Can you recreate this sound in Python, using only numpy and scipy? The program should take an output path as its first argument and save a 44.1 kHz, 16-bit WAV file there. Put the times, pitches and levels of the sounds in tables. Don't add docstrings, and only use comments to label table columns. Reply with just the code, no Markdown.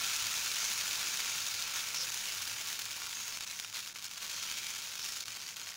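import sys
import numpy as np
from scipy import signal
from scipy.fft import rfft, irfft
from scipy.io import wavfile
from scipy.ndimage import uniform_filter1d

SR = 44100
rng = np.random.default_rng(int(sys.argv[2]) if len(sys.argv) > 2 else 0)


def transcribe(signal):
    frames = np.atleast_2d(signal).T
    limited = np.clip(frames, -1, 1)
    pcm = np.round(limited * 32767).astype(np.int16)
    wavfile.write(sys.argv[1], SR, pcm)


N = 254400
TIME = np.arange(N) / SR
CALM_DB = -40

# time in seconds, level in dB.
SIZZLE_ENVELOPE = [(0, -35), (1.3, -36), (1.68, -38.5), (2.35, -38.5), (2.9, -41), (3.5, -41.5),
                   (3.68, -45.5), (3.87, -44), (3.98, -48), (4.35, -40), (4.72, -40.5), (4.91, -42.3),
                   (5.14, -41), (5.25, -43.5), (5.72, -44.5), (5.77, -50)]
# frequency in Hz, gain in dB.
BURST_EQ = [(150, -16.5), (450, -17), (700, -12), (1000, -7.5), (1400, -6), (1950, -5), (2400, -2.5),
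            (4600, -0.5), (6700, 1), (7050, -1.5), (8100, -8), (12000, -11.5), (13700, -16), (14700, -9),
            (16000, -8)]
# centre in Hz, width in Hz, gain in dB.
PAN_RESONANCES = [(520, 20, 2), (929, 30, 5), (1117, 21, 3.5), (1400, 114, 4), (1550, 150, 3.5),
                  (1730, 120, 2.5), (2173, 53, 3), (2326, 99, 2), (2626, 360, 2.5), (2920, 87, 0.5),
                  (3220, 80, 0.5), (3713, 59, 4), (3960, 68, 1), (5560, 40, -2)]
# time in seconds, lift in dB.
SPRAY_LIFT = [(0, 1.1), (1.5, 1), (2.4, 3), (3.2, 1.5), (4.5, 0.5), (5.7, 0.8)]
# start in seconds, length in seconds, lift in dB.
SIZZLE_FLARES = [(1.734, 0.064, 2), (2.671, 0.063, 2), (3.735, .068, 4.5), (3.955, 0.01, 4.5),
                 (4.024, 0.033, 4), (4.218, 0.023, 2), (5.034, 0.024, 2)]
# time in seconds, dip in dB before the rebound is added.
SIZZLE_LULLS = [(3.397, -15), (3.457, -17), (3.936, -15), (4.088, -8), (4.817, -4), (4.986, -5.5),
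                (5.247, -21), (5.555, -13)]
# time in seconds, level in dB, share below 3.2 kHz in dB.
LOUD_SPITS = [(.157, -32, -15), (.1636, -25.5, -18), (.7378, -31, -14), (.8112, -30, -4),
              (.9567, -30.5, -16), (1.4672, -29.5, -14), (1.6242, -28, -16), (2.1448, -28.5, -14),
              (2.4766, -31, -8), (2.792, -31, -7), (2.8552, -31.5, -20), (3.0197, -34, -3),
              (3.0955, -38, -14), (3.3256, -34, -4), (3.373, -32, -4), (3.4084, -31, -4.5),
              (3.5992, -28, -8.5), (3.6475, -32, -2.5), (3.7543, -35, -12), (3.7838, -40, -1),
              (3.9596, -39.5, 1), (4.025, -36, -9), (4.044, -33, -19), (4.2208, -38, -1), (4.5145, -30, -8),
              (4.9955, -33.5, -6.5), (5.0446, -34, -13), (5.1225, -33.5, -14), (5.1625, -33, -12),
              (5.207, -31, -22), (5.2574, -37, -10), (5.2822, -32, -4.5), (5.598, -35.5, -9),
              (5.6904, -35.5, -4.5)]
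# peak time and half length in seconds, centre in Hz, level in dB.
HISS_BANDS = [(0.65, .063, 6200, -39), (1.27, .12, 6650, -56), (1.3, 0.14, 3800, -52),
              (1.758, 0.025, 6300, -43), (1.975, .034, 5530, -39), (2.018, .024, 5200, -36.5),
              (2.174, .033, 6700, -49), (2.29, 0.046, 2800, -47), (3.22, 0.11, 6600, -47.5),
              (4.4, .12, 6050, -50), (4.515, 0.31, 3230, -52), (4.652, 0.17, 2300, -51.5),
              (5.072, .09, 5450, -46)]
# peak time and half length in seconds, level in dB.
LADLE_STROKES = [(.05, .35, -48), (0.797, 0.35, -52), (1.75, 0.3, -50), (3.245, 0.073, -58),
                 (4.48, .2, -60), (5.1, 0.33, -69)]
# centre in Hz, width in Hz, relative gain in dB.
BOWL_MODES = [(1370, 150, -1.5), (2350, 340, -10.5), (2570, 110, -1), (3580, 140, -4), (3650, 56, -16)]
# peak time in seconds, level in dB.
PAN_THROBS = [(.23, -61), (1.42, -64), (1.55, -67), (2.38, -65), (2.547, -62.5), (2.875, -62.5),
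              (3.73, -68), (4.61, -68), (5.31, -64)]
# centre in Hz, width in Hz, level in dB.
GROAN_BANDS = [(148, 20, -61.5), (514, 60, -62)]
# frequency in Hz, relative gain in dB.
RUMBLE_EQ = [(20, -6), (60, -5.5), (100, 3.5), (150, 1.5), (250, -3), (500, -4.5), (1000, -6.5),
             (4000, -31)]
# frequency in Hz, level in dB.
HUM_PARTIALS = [(100, -80), (200, -78)]
# frequency in Hz, time to fall 60 dB in seconds.
ROOM_DECAY = [(200, 0.41), (2000, 0.13), (7000, 0.25), (16000, 0.22)]


def sizzle():
    level_db = sizzle_db() + flares_db()
    crowd = amp(0.8 * (level_db - CALM_DB)) ** 2
    snaps = clicks(per_s=1900 * crowd, spread_db=4.5)
    snaps = unit_rms(snaps - uniform_filter1d(snaps, size=2001))
    ticks = grains(per_s=500 * crowd, spread_db=5.5, cycles=2.4, low_hz=3075, high_hz=7180)
    blips = grains(per_s=260 * crowd, spread_db=4.5, cycles=2.2, low_hz=950, high_hz=3150)
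    flecks = grains(per_s=110 * crowd, spread_db=4.5, cycles=29, low_hz=2173, high_hz=6986, size=1400)
    fizz = crowd ** 0.66 * rng.standard_normal(N) * clumps(per_s=450, decay_s=0.002, depth_db=2)
    squeaks = grains(per_s=70 * crowd, spread_db=1.5, cycles=60, low_hz=1893, high_hz=7246, size=2600)
    texture = snaps + amp(-10.5) * ticks + amp(-12.5) * blips + amp(0.5) * unit_rms(fizz)
    texture += amp(-16) * flecks + amp(-13.5) * squeaks
    texture *= clumps(per_s=260, decay_s=0.003, depth_db=1.7) ** (crowd ** -0.2)
    texture = kitchen(eq(texture, burst_colour), near_db=-27, near_s=0.0065, room_db=-11)
    return bubble_balance(texture) * amp(level_db + lulls_db())


def grains(per_s, spread_db, cycles, low_hz, high_hz, size=400):
    onsets = clicks(per_s, spread_db)
    at, step = np.flatnonzero(onsets)[:, None], np.arange(size)
    hz = rng.uniform(low_hz, high_hz, N)[at]
    turns = hz * step / SR
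    rings = onsets[at] * np.sqrt(hz) * np.cos(2 * np.pi * turns) * np.exp(-turns / cycles)
    return unit_rms(np.bincount((at + step).ravel(), rings.ravel(), N)[:N])


def clicks(per_s, spread_db, outward_share=0.64):
    strength = amp(spread_db * np.minimum(rng.exponential(1, N), 3.5))
    sign = np.where(rng.random(N) < outward_share, 1, -1)
    return sign * strength * (rng.random(N) < per_s / SR)


def clumps(per_s, decay_s, depth_db):
    kicks = rng.exponential(1, N) * (rng.random(N) < per_s / SR)
    activity = signal.lfilter([1], [1, -np.exp(-1 / (decay_s * SR))], kicks)
    return amp(depth_db * np.minimum(unit_rms(activity - activity.mean()), 3))


def burst_colour(hz):
    pan_db = sum(db * resonance(hz, centre, width) for centre, width, db in PAN_RESONANCES)
    return amp(curve_at(BURST_EQ, hz) + pan_db)


def bubble_balance(texture, large_db=-7, wander_db=0.5):
    large, small = crossover(texture)
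    spray = crossover(small, hz=8000)[1]
    small += (amp(np.interp(TIME, *np.transpose(SPRAY_LIFT))) - 1) * spray
    share = np.clip(amp(large_db + wander_db * noise_band(0, width_hz=8.6)), 0, 0.95)
    return amp(-0.52) * share * levelled(large) + amp(0.05) * np.sqrt(1 - share ** 2) * levelled(small)


def sizzle_db():
    return np.interp(TIME, *np.transpose(SIZZLE_ENVELOPE))


def flares_db(attack_s=0.0073, release_s=0.015):
    attack = lambda s: np.clip((TIME - s) / attack_s, 0, 1)
    release = lambda s: np.exp(-np.maximum(TIME - s, 0) / release_s)
    return sum(db * attack(s) * release(s + length) for s, length, db in SIZZLE_FLARES)


def lulls_db(half_s=0.0051, rebound_after_s=0.0066, rebound_share=0.15):
    dip = lambda s: np.exp(-abs(TIME - s) / half_s)
    return sum(db * (dip(s) - rebound_share * dip(s + rebound_after_s)) for s, db in SIZZLE_LULLS)


def spits(lead_s=0.00081, puff_db=2, puff_s=0.0019, burst_s=0.0013, size=2048):
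    track = np.zeros(N)
    t = (np.arange(size) - size // 2) / SR
    rows = list(LOUD_SPITS) + small_spits()
    for (s, spit_db, low_db), noise in zip(rows, rng.standard_normal((len(rows), size))):
        puff = noise * (t > -lead_s) * np.exp(-abs(t + lead_s) / puff_s)
        tear = amp(puff_db) * unit_energy(puff)
        tear[size // 2] = 1
        low, high = crossover(eq(tear, burst_colour))
        share = min(amp(low_db), 1)
        spit = unit_energy(share * unit_energy(low) + np.sqrt(1 - share ** 2) * unit_energy(high))
        add(track, s + t[0], amp(spit_db) * np.sqrt(burst_s * SR) * spit)
    return kitchen(track, near_db=-12.5, near_s=0.0046, room_db=-42)


def small_spits(per_s=7, over_db=2, spread_db=2, low_db=-10, low_spread_db=4):
    at = np.flatnonzero(rng.random(N) < per_s / SR)
    strength, body = rng.standard_normal((2, N))[:, at]
    level_db = sizzle_db()[at] + over_db + spread_db * strength
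    return list(zip(TIME[at], level_db, low_db + low_spread_db * body))


def narrow_hisses(usual_width_hz=790, usual_db=-44):
    hiss = sum(amp(db) * swell(s, half) * noise_band(hz, usual_width_hz * amp(db - usual_db))
               for s, half, hz, db in HISS_BANDS)
    sputter = unit_rms(amp(1.7 * noise_band(0, width_hz=760)))
    return hiss * sputter


def ladle():
    grit = rng.standard_normal(N) * clumps(per_s=220, decay_s=0.0025, depth_db=0.5)
    bowl = lambda f: sum(amp(db) * resonance(f, hz, width) for hz, width, db in BOWL_MODES)
    strokes = sum(amp(db) * swell(s, half) for s, half, db in LADLE_STROKES)
    return unit_rms(eq(grit, bowl)) * strokes


def pan_throbs(hz=103.3, half_s=0.045):
    return tone(hz) * sum(amp(db) * swell(s, half_s) for s, db in PAN_THROBS)


def ladle_groan(peak_s=2.03, half_s=0.078):
    groan = sum(amp(db) * levelled(noise_band(hz, width)) for hz, width, db in GROAN_BANDS)
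    return swell(peak_s, half_s) * groan


def rumble(calm_level_db=-65, db_per_sizzle_db=0.52):
    bed = unit_rms(eq(rng.standard_normal(N), lambda f: amp(curve_at(RUMBLE_EQ, f))))
    return bed * amp(calm_level_db + db_per_sizzle_db * (sizzle_db() - CALM_DB))


def mains_hum():
    return sum(amp(db) * tone(hz) for hz, db in HUM_PARTIALS)


def kitchen(x, near_db, near_s, room_db):
    t = np.arange(SR // 3) / SR
    near, far = rng.standard_normal((2, len(t)))
    near = near * np.exp(-t / near_s) * (t > 0.0004)
    hz, when, spectrum = signal.stft(far * (t > near_s), SR, nperseg=256)
    decay = amp(-60 * when / curve_at(ROOM_DECAY, hz)[:, None])
    tail = signal.istft(spectrum * decay, SR, nperseg=256)[1][:len(t)]
    echoes = amp(near_db) * unit_energy(near) + amp(room_db) * unit_energy(tail)
    return x + signal.fftconvolve(x, echoes)[:len(x)]


def amp(db):
    return 10 ** (np.asarray(db) / 20)


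def unit_rms(x):
    return x / np.sqrt(np.mean(x ** 2) + 1e-20)


def unit_energy(x):
    return x / np.linalg.norm(x)


def levelled(x, size=3001):
    return x / np.sqrt(abs(uniform_filter1d(uniform_filter1d(x ** 2, size), size)) + 1e-20)


def curve_at(points, hz):
    f, value = np.transpose(points)
    return np.interp(np.log(hz + 1), np.log(f + 1), value)


def eq(x, gain):
    return irfft(rfft(x) * gain(np.fft.rfftfreq(len(x), 1 / SR)), len(x))


def crossover(x, hz=3200):
    low = eq(x, lambda f: 1 / (1 + (f / hz) ** 10))
    return low, x - low


def resonance(hz, centre_hz, width_hz):
    return 1 / (1 + (2 * (hz - centre_hz) / width_hz) ** 2)


def noise_band(hz, width_hz):
    return unit_rms(eq(rng.standard_normal(N), lambda f: resonance(f, hz, width_hz)))


def tone(hz):
    return np.sqrt(2) * np.sin(2 * np.pi * (hz * TIME + rng.random()))


def swell(peak_s, half_s):
    return np.exp(-np.minimum(((TIME - peak_s) / half_s) ** 2, 20))


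def add(mix, s, sound):
    part = mix[max(round(s * SR), 0):][:len(sound)]
    part += sound[:len(part)]


def scene():
    cooking = sizzle() + narrow_hisses() + ladle()
    low_end = rumble() + pan_throbs() + ladle_groan() + mains_hum()
    return (cooking + low_end + spits())[None]


def record(dry):
    high_cut = signal.firwin(511, 15780, window=("kaiser", 9), fs=SR)
    return signal.oaconvolve(dry, high_cut[None], "same")


dry = scene()
out = record(dry)
transcribe(out)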